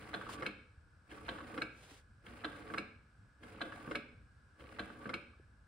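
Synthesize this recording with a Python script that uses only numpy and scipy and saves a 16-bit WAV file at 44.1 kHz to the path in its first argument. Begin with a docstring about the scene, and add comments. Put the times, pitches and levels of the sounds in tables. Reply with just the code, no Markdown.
"""A low rumble, a faint rush and the rub of a stroke already under way are heard first.
The pump of a single-cup coffee machine cycles on a kitchen counter, a stroke about every 1.16 s:
the drive rubs in its plastic housing, a valve ticks open, the drive knocks at its stop, the valve snaps shut.
Contacts are sums of damped modes with noise bursts; rubbing and hisses are shaped noise.
Soft hisses and faint taps come between, and a small kitchen rings briefly as decaying diffuse noise."""
import sys
import numpy as np
from scipy import signal
from scipy.fft import rfft, irfft, next_fast_len
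from scipy.io import wavfile
from scipy.ndimage import map_coordinates

SR = 44100
rng = np.random.default_rng(int(sys.argv[2]) if len(sys.argv) > 2 else 0)


def wav_out(sig):
    """Save sig, one row per channel (or a flat mono array), as 16-bit PCM at SR to the path in sys.argv[1]."""
    wavfile.write(sys.argv[1], SR, np.round(np.clip(np.atleast_2d(sig).T, -1, 1) * 32767).astype(np.int16))


N = 250047
TIME = np.arange(N) / SR
RING_TIME = np.arange(SR // 3) / SR

# Event levels are nominal: each component has its own trim.
# pump strokes: start_s (drive engages), contact_level_db, housing_shake_db, friction_db
STROKES = [(-0.035, -46, -57.5, -58), (1.1144, -48, -57.5, -59), (2.2653, -48.5, -59.5, -60),
           (3.4332, -48, -59.5, -61.5), (4.6066, -52.5, -60.5, -61.5)]
# the valve opens: start_s, level_db
OPENS = [(0.1397, -33.5), (1.289, -33.5), (2.445, -33), (3.6144, -32.5), (4.7933, -33)]
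# the drive reaches its stop: start_s, level_db
KNOCKS = [(0.4226, -28), (1.5768, -28.5), (2.7372, -28.5), (3.9112, -28), (5.0921, -28)]
# the valve snaps shut: start_s, level_db
SNAPS = [(0.4631, -27.5), (1.6191, -27.5), (2.7812, -27), (3.954, -27), (5.1393, -28)]
# the drive catches lightly on its way: start_s, level_db, scuff_pitch_hz
CATCHES = [(0.2115, -37, 1160), (0.265, -40, 1240), (0.291, -38.5, 990), (1.3835, -38, 1150),
           (1.404, -41, 1240), (2.553, -44, 1300), (3.7215, -38, 1580), (4.9, -43, 1400)]
# soft hisses: centre_s, half_length_s (to 1/e), level_db
HISSES = [(0.299, 0.0083, -51), (0.331, 0.026, -51.5), (1.825, 0.087, -64.5), (1.939, 0.064, -61.5)]
# faint taps: start_s, pitch_hz, level_db, t60_s
TAPS = [(0.777, 70.4, -49, 0.13), (1.914, 280, -52.5, 0.11), (5.334, 1190, -54, 0.037),
        (5.398, 365, -41.5, 0.015)]

# modes of each contact, before damping and small random shifts: pitch_hz, base_width_hz, relative_db
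START_MODES = [(1110, 140, -16), (1674, 66, 2), (2150, 40, 2.5), (2800, 180, -5), (3230, 79, -1.5)]
CATCH_MODES = [(901, 63, -6), (1135, 37, 3.5), (1297, 64, -0.5), (1533, 50, 1), (1723, 61, -2),
               (1980, 62, -11), (2330, 180, -25), (2880, 130, -12)]
OPEN_MODES = [(676, 9.7, -5), (1113, 22, -5), (1586, 21, 0), (1984, 65, -11), (2336, 19, -12),
              (2640, 38, -13), (3010, 25, -14), (3106, 130, -12.5), (3465, 26, -11.5), (3800, 50, -19),
              (3680, 6.7, -19.5), (4010, 94, -6.5)]
KNOCK_MODES = [(502, 44, -2), (1152, 42, -1.5), (1368, 30, -5.5), (2130, 70, -5.5), (2210, 18, -15),
               (2460, 50, -17.5), (2780, 19, -17), (2974, 25, -17), (3230, 110, -18), (4000, 25, -19.5),
               (5300, 16, -23.5)]
SNAP_MODES = [(1107, 17, -23), (1340, 11, -7.5), (1567, 24, -6), (1688, 22, -6.5), (2256, 39, 2),
              (2563, 15, -5), (2750, 22, -9), (2926, 160, -15), (4116, 70, -5), (4100, 170, -15.5),
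              (5120, 35, -19)]
# noise-driven resonances of the housing and the drive: centre_hz, half_width_hz, relative_db
HOUSING = [(148, 53, -5.5), (194, 15, -0.5), (239.4, 13.3, 1.5), (302.6, 27, 3.5), (361, 11, -6.5),
           (436.3, 17.5, 1.5), (499, 27, -3), (559.4, 21.7, -1.5), (703.5, 27, -9)]
DRIVE = [(1146, 18, 7.5), (1487, 16, 3.5), (2150, 48, -21)]

# noise spectra of cracks, scraping, hisses, rumble and rush: frequency_hz, relative_db (density)
CRACK = [(240, -40), (400, -4), (886, -4.5), (1590, 7.5), (1990, -22), (2290, -33), (2510, -9), (3510, -11),
         (4090, -12), (4630, -17), (5910, -24.5), (10900, -28), (15500, -60)]
SCRAPE = [(300, -31), (500, -17.5), (650, -8), (980, -9.5), (1500, -4.5), (1850, -12), (2400, -12),
          (3000, -21), (4100, -24.5), (5000, -23), (6500, -30), (9600, -26.5), (11200, -28), (12500, -51),
          (15500, -31.5)]
HISS = [(150, -24), (400, 5.5), (1500, -0.5), (3200, -0.5), (4600, -5.5), (6500, -8), (9500, -11),
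        (11500, -13), (13000, -27), (15500, -20)]
RUMBLE = [(12, -72), (20, -8.5), (70, 0), (117, -5.5), (170, -15.5), (235, -17), (265, -22.5), (304, -19),
          (348, -33), (500, -27), (650, -69.5), (1100, -120)]
RUSH = [(200, -10.5), (450, -6.5), (800, -7.5), (1150, -4.5), (1450, 2.5), (1700, 4), (1800, -12.5),
        (2400, -12.5), (3200, -19), (5500, -18.5), (6600, -27.5), (8300, -19), (11000, -34), (12500, -45)]

# left-right correlation of noise: frequency_hz, correlation (unitless)
ALIKE = [(60, 0.96), (250, 0.92), (500, 0.86), (1000, 0.22), (2000, 0.54), (4000, 0.33), (9000, 0.73)]
# reverberation time of the kitchen: frequency_hz, t60_s
KITCHEN = [(150, 0.67), (500, 0.51), (1400, 0.56), (2500, 0.52), (4000, 0.57), (10000, 0.29)]
# sound radiated towards the walls: frequency_hz, gain_db
WALLS = [(200, 0), (2600, 0), (3600, -1), (4100, -10), (4700, -4), (9000, -3)]
# stereo balance of the machine before the counter's ripple: frequency_hz, left_minus_right_db
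LEAN = [(60, 0.3), (380, 0), (750, -2), (1600, -1.3), (2800, 1.3), (3600, 1.3), (4170, -3.5), (4900, 1),
        (8000, -0.3)]
# phase from the spacing of the microphones: frequency_hz, left_lead_rad
LEAD = [(400, -0.1), (1120, 0.4), (1450, -0.7), (4400, 0.5), (7000, -4.6), (8300, -6.2), (10200, -6.4),
        (15000, -12.6)]

# rubbing fades in as the drive engages, holds until the valve shuts, then dies away
RUN_UP_S, RUN_DOWN_S = 0.019, 0.051
# the effort jumps as the valve opens, then eases
LOAD_DB, EASE_S = 5, 0.15
# the effort swells again around the stop
STRAIN_DB, STRAIN_S = 4, 0.064
# dB that each part of the rubbing gains per dB of effort
HOUSING_GROWS, RATTLE_GROWS, SCRAPE_GROWS = 0.92, 1.15, 0.45
# the drive drags, then binds with a groan: seconds before the knock, dB against the knock
DRAG_S, DRAG_DB = 0.08, -21
BIND_S, BIND_DB = 0.037, -17
GROAN_DB, GROAN_DB_PER_STROKE = -19, 1.56  # the rise per stroke applies to binding and groan
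# the valve rebounds once after opening: delay and trim
REBOUND_S, REBOUND_DB = 0.0067, -4.5
# a reflection off the counter ripples the stereo balance in the midrange
ECHO_S, RIPPLE_DB, RIPPLE_HZ, RIPPLE_WIDTH_HZ = 0.00146, 3, 1900, 1400
TOP_HZ = 15700


def amp(db):
    """Amplitude gain is ten to the power of decibels over twenty."""
    return 10 ** (np.asarray(db) / 20)


def unit(x):
    """Normalization divides a signal by its root mean square."""
    return x / np.sqrt(np.mean(x ** 2) + 1e-20)


def along(points, hz):
    """Interpolation on a logarithmic frequency axis joins tabulated values."""
    f, v = np.transpose(points)
    return np.interp(np.log(hz + 1), np.log(f + 1), v)


def wobble(rate):
    """Slow random modulation is a smooth curve through random knots, rate of them a second."""
    knots = rng.standard_normal(int(N * rate / SR) + 4)
    return map_coordinates(knots, [TIME * rate])


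def filtered(x, response):
    """Linear filtering multiplies the spectrum by a frequency response."""
    n = x.shape[-1]
    m = next_fast_len(n + SR // 5)  # zero padding leaves room for filter tails
    hz = np.fft.rfftfreq(m, 1 / SR)
    return irfft(rfft(x, m) * response(hz), m)[..., :n]


def colour(points):
    """Spectral colouring follows a tabulated level curve."""
    return lambda hz: amp(along(points, hz))


def resonances(modes):
    """Independent resonances add in power; each has a Lorentzian amplitude."""
    def response(hz):
        peaks = [amp(db) / (1 + ((hz - centre) / width) ** 2) for centre, width, db in modes]
        return np.sqrt(sum(peak ** 2 for peak in peaks))
    return response


def noise(response, size):
    """Mixing independent mid and side noise sets the left-right correlation at each frequency."""
    def mid_side(hz):
        turn = np.arccos(np.clip(along(ALIKE, hz), -1, 1)) / 2
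        return response(hz) * np.array([np.cos(turn), np.sin(turn)])
    mid, side = filtered(rng.standard_normal((2, size)), mid_side)
    return unit(np.array([mid + side, mid - side]))


def add(track, s, sound):
    """Superposition adds a sound at time s, trimmed to the track."""
    start = round(s * SR)
    track[:, max(start, 0):start + sound.shape[1]] += sound[:, max(-start, 0):N - start]


def fade(attack, t60):
    """A struck part's envelope rises quickly and decays exponentially."""
    return (1 - np.exp(-RING_TIME / attack)) * amp(-60 * RING_TIME / t60)


def contacts(events, modes, loss_hz, attack, crack_db, crack_t60, thump_db, thump_t60):
    """Impact excites damped modes, a broadband crack and a thump of the housing."""
    track = np.zeros((2, N))
    hz, width, db = np.transpose(modes)[:, :, None]
    width = np.maximum(width + loss_hz, 48)
    polarity = (-1) ** np.arange(len(modes))[:, None]  # neighbouring modes swing opposite ways
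    # the factor of width holds each mode's spectral peak steady as damping changes
    decay = polarity * width * np.exp(-np.pi * width * RING_TIME) * (1 - np.exp(-RING_TIME / attack))
    # each mode has one left-right phase offset, the same for every event
    lead = rng.uniform(-0.39, 0.53, hz.shape)
    phase = np.array([lead, -lead])
    for s, level_db, *_ in events:
        strength = amp(db + rng.normal(0, 1, hz.shape))
        pitch = hz * (1 + rng.normal(0, 0.002, hz.shape))
        swing = np.sin(2 * np.pi * pitch * RING_TIME + phase)
        ring = np.sum(strength * decay * swing, axis=1)
        ring /= np.sqrt(np.mean(ring[:, :SR // 100] ** 2))  # rms 1 over the first 10 ms
        crack = amp(crack_db) * fade(attack, crack_t60) * noise(colour(CRACK), len(RING_TIME))
        thump = amp(thump_db) * fade(0.0074, thump_t60) * noise(resonances(HOUSING), len(RING_TIME))
        add(track, s, amp(level_db) * (ring + crack + thump))
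    return track


def chatter(events, delay, db, attack, t60, modes):
    """Irregular contact is narrowband noise with a rough, decaying envelope."""
    track = np.zeros((2, N))
    for s, level_db in events:
        burst = fade(attack, t60) * noise(resonances(modes), len(RING_TIME))
        add(track, s + delay, amp(level_db + db) * burst)
    return track * unit(amp(1.5 * wobble(160)))


def background():
    """Filtered noise gives a wavering low rumble and a faint, nearly steady rush."""
    def low_band(hz):
        return colour(RUMBLE)(hz) * hz ** 4 / (hz ** 4 + 40 ** 4)
    rumble = amp(-65.0 + 1.66 * wobble(9)) * noise(low_band, N)
    rush = amp(-71.5 + 0.49 * wobble(5.7)) * noise(colour(RUSH), N)
    return rumble + rush


def drive_motion():
    """Load governs friction: returns shake and friction gains and effort in dB at each sample."""
    shake, friction, effort_db = np.zeros((3, N))
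    for stroke, (opens, _), (stops, _), (shuts, _) in zip(STROKES, OPENS, KNOCKS, SNAPS):
        start, _, housing_db, friction_db = stroke
        run_up = np.maximum(start - TIME, 0) / RUN_UP_S
        run_down = np.maximum(TIME - shuts, 0) / RUN_DOWN_S
        moving = np.exp(-run_up - run_down)
        shake += moving * amp(housing_db)
        friction += moving * amp(friction_db)
        effort_db += LOAD_DB * (TIME > opens) * np.exp(-np.abs(TIME - opens) / EASE_S)
        effort_db += STRAIN_DB * np.exp(-((TIME - stops) / STRAIN_S) ** 2)
    return shake, friction, effort_db


def slips(rate, spread_db, t60):
    """Stick-slip releases energy in many small decaying events of random time and size."""
    chance, size = rng.random(N), rng.standard_normal(N)
    blows = (chance < rate / SR) * amp(spread_db * np.clip(size, -2, 2))
    power = signal.fftconvolve(blows ** 2, fade(0.00028, t60) ** 2)[:N]
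    return unit(np.sqrt(np.abs(power)))


def rubbing():
    """Stick-slip friction shakes the housing and counter and rings the drive."""
    shake, friction, effort_db = drive_motion()
    housing = amp(0.5) * noise(resonances(HOUSING), N)
    counter = amp(-5.5) * noise(resonances([(64.8, 13, 1), (108.0, 15, -5.5)]), N)
    unevenness = unit(amp(1.4 * wobble(21) + 2.05 * wobble(130)))
    scrape = amp(-2.0) * unevenness * noise(colour(SCRAPE), N)
    rattle_noise = noise(resonances(DRIVE + [(810, 126, -6.5)]), N)
    rattle = amp(-3.5) * slips(rate=100, spread_db=3.5, t60=0.053) * rattle_noise
    grit_noise = noise(resonances([(1940, 570, 0.0), (2770, 590, -4.5), (4070, 560, -10.5)]), N)
    grit = amp(-6.5) * slips(rate=160, spread_db=2.0, t60=0.023) * grit_noise
    body = amp(HOUSING_GROWS * effort_db) * housing + counter
    surface = amp(RATTLE_GROWS * effort_db) * rattle + amp(SCRAPE_GROWS * effort_db) * (scrape + grit)
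    return shake * body + friction * surface


def drive_contacts():
    """Impacts and friction ring the drive as it engages, catches, drags, binds and hits its stop."""
    start = amp(-8.5) * contacts(STROKES, START_MODES, loss_hz=9, attack=0.001,
                                 crack_db=2.0, crack_t60=0.11, thump_db=6, thump_t60=0.15)
    catches = amp(-11.5) * contacts(CATCHES, CATCH_MODES, loss_hz=-16, attack=0.001,
                                    crack_db=-2, crack_t60=0.1, thump_db=0, thump_t60=0.09)
    for s, level_db, hz in CATCHES:  # each catch scuffs at its own pitch
        scuff = fade(0.0018, 0.057) * noise(resonances([(hz, 130, 0)]), len(RING_TIME))
        add(catches, s, amp(level_db - 4.5) * scuff)
    drag = chatter(KNOCKS, delay=-DRAG_S, db=DRAG_DB, attack=0.02, t60=0.24,
                   modes=[(1160, 38, 2), (1500, 120, -10)])
    building = [(s, level_db + GROAN_DB_PER_STROKE * k) for k, (s, level_db) in enumerate(KNOCKS)]
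    bind = chatter(building, delay=-BIND_S, db=BIND_DB, attack=0.0018, t60=0.057,
                   modes=[(515, 90, -4), (1166, 63, 0.5), (1530, 130, -0.5), (2400, 500, -17)])
    groan = chatter(building, delay=-BIND_S, db=GROAN_DB, attack=0.0046, t60=0.21,
                    modes=[(155, 18, -3), (197, 20, 0), (245, 17, -0.5), (305, 24, 0), (470, 60, -4)])
    knock = amp(-14) * contacts(KNOCKS, KNOCK_MODES, loss_hz=1.5, attack=0.00084,
                                crack_db=-1.5, crack_t60=0.07, thump_db=3.5, thump_t60=0.12)
    rattle = chatter(KNOCKS, delay=0.00701, db=-7, attack=0.00038, t60=0.034,
                     modes=[(510, 120, -1.6), (1130, 61, -1.1), (1460, 390, -1.1)])
    return start + catches + drag + bind + groan + knock + rattle


def valve_opening():
    """Release of a seated valve gives a creak, an unsticking, a modal tick and a rebound."""
    creak = chatter(OPENS, delay=-0.032, db=-21, attack=0.0022, t60=0.07,
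                    modes=[(1200, 200, 1), (2360, 400, -6)])
    unstick = chatter(OPENS, delay=-0.0075, db=-6.5, attack=0.00078, t60=0.057,
                      modes=[(1360, 610, 16), (3220, 230, -13)])
    tick = amp(-6.5) * contacts(OPENS, OPEN_MODES, loss_hz=7.3, attack=0.0012,
                                crack_db=-2.5, crack_t60=0.083, thump_db=-1.5, thump_t60=0.18)
    rebound = chatter(OPENS, delay=REBOUND_S, db=REBOUND_DB, attack=0.00049, t60=0.023,
                      modes=[(1420, 410, -1.5), (3200, 420, -6.5), (4120, 160, -1)])
    return creak + unstick + tick + rebound


def hisses():
    """Broadband noise swells in Gaussian envelopes with slight crackle."""
    level = sum(amp(db) * np.exp(-((TIME - s) / half) ** 2) for s, half, db in HISSES)
    crackle = unit(amp(1.5 * wobble(300) + 1.2 * wobble(40)))
    return level * crackle * noise(colour(HISS), N)


def valve_closing():
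    """Impact on the valve seat gives a brush, a modal snap, a crunch and a brief buzz."""
    brush = chatter(SNAPS, delay=-0.004446, db=-8, attack=0.00048, t60=0.036, modes=[(1513, 250, 0)])
    snap = amp(-10.5) * contacts(SNAPS, SNAP_MODES, loss_hz=13, attack=0.00064,
                                 crack_db=1.0, crack_t60=0.068, thump_db=-1.5, thump_t60=0.17)
    crunch = chatter(SNAPS, delay=0, db=-10.5, attack=0.00045, t60=0.024,
                     modes=[(2900, 410, 4.5), (3900, 230, 6), (8900, 5800, -24)])
    buzz = chatter(SNAPS, delay=0.005, db=-26.0, attack=0.0019, t60=0.45,
                   modes=[(1400, 75, -7), (2310, 95, 1), (2500, 73, 0), (2820, 170, -16),
                          (3730, 150, -14), (4130, 200, -12), (5150, 80, -18)])
    return brush + snap + crunch + buzz


def taps():
    """A single damped sine mode gives each soft tap."""
    track = np.zeros((2, N))
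    for s, hz, db, t60 in TAPS:
        tap = fade(0.0016, t60)[None] * np.sin(2 * np.pi * hz * RING_TIME)
        add(track, s, amp(db) * tap)
    return track


def kitchen(x):
    """Diffuse reverberation is convolution with noise whose decay time depends on frequency."""
    hz, t, z = signal.stft(noise(np.ones_like, SR // 2 + SR // 5), SR, nperseg=256)
    decay = amp(-60 * t / along(KITCHEN, hz)[:, None])
    build_up = 1 - np.exp(-t / 0.0016)
    tail = signal.istft(z * decay * build_up, SR, nperseg=256)[1]
    tail /= np.linalg.norm(tail[0])
    return signal.fftconvolve(x.mean(axis=0)[None], tail, axes=1)[:, :N]


def balance(hz):
    """Interference with a delayed reflection ripples the left-minus-right level, in dB."""
    depth_db = RIPPLE_DB * np.exp(-((hz - RIPPLE_HZ) / RIPPLE_WIDTH_HZ) ** 2)
    return along(LEAN, hz) + depth_db * np.cos(2 * np.pi * hz * ECHO_S)


def scene():
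    """Direct and reverberant sound superpose, with level and phase differences between the sides."""
    rub, drive = rubbing(), drive_contacts()
    opening, closing = valve_opening(), valve_closing()
    room = kitchen(amp(-6.5) * opening + amp(-8.5) * closing + amp(-9.5) * drive + amp(-9) * rub)
    machine = opening + closing + drive + rub + hisses() + filtered(room, colour(WALLS))
    sides = np.array([[0.5], [-0.5]])  # half of each difference goes to either side

    def stereo(hz):
        return amp(sides * balance(hz)) * np.exp(1j * sides * along(LEAD, hz))
    return filtered(machine, stereo) + taps() + background()


def record(dry):
    """Band limitation removes every component at or above the top frequency."""
    return filtered(dry, lambda hz: hz < TOP_HZ)


dry = scene()
out = record(dry)
wav_out(out)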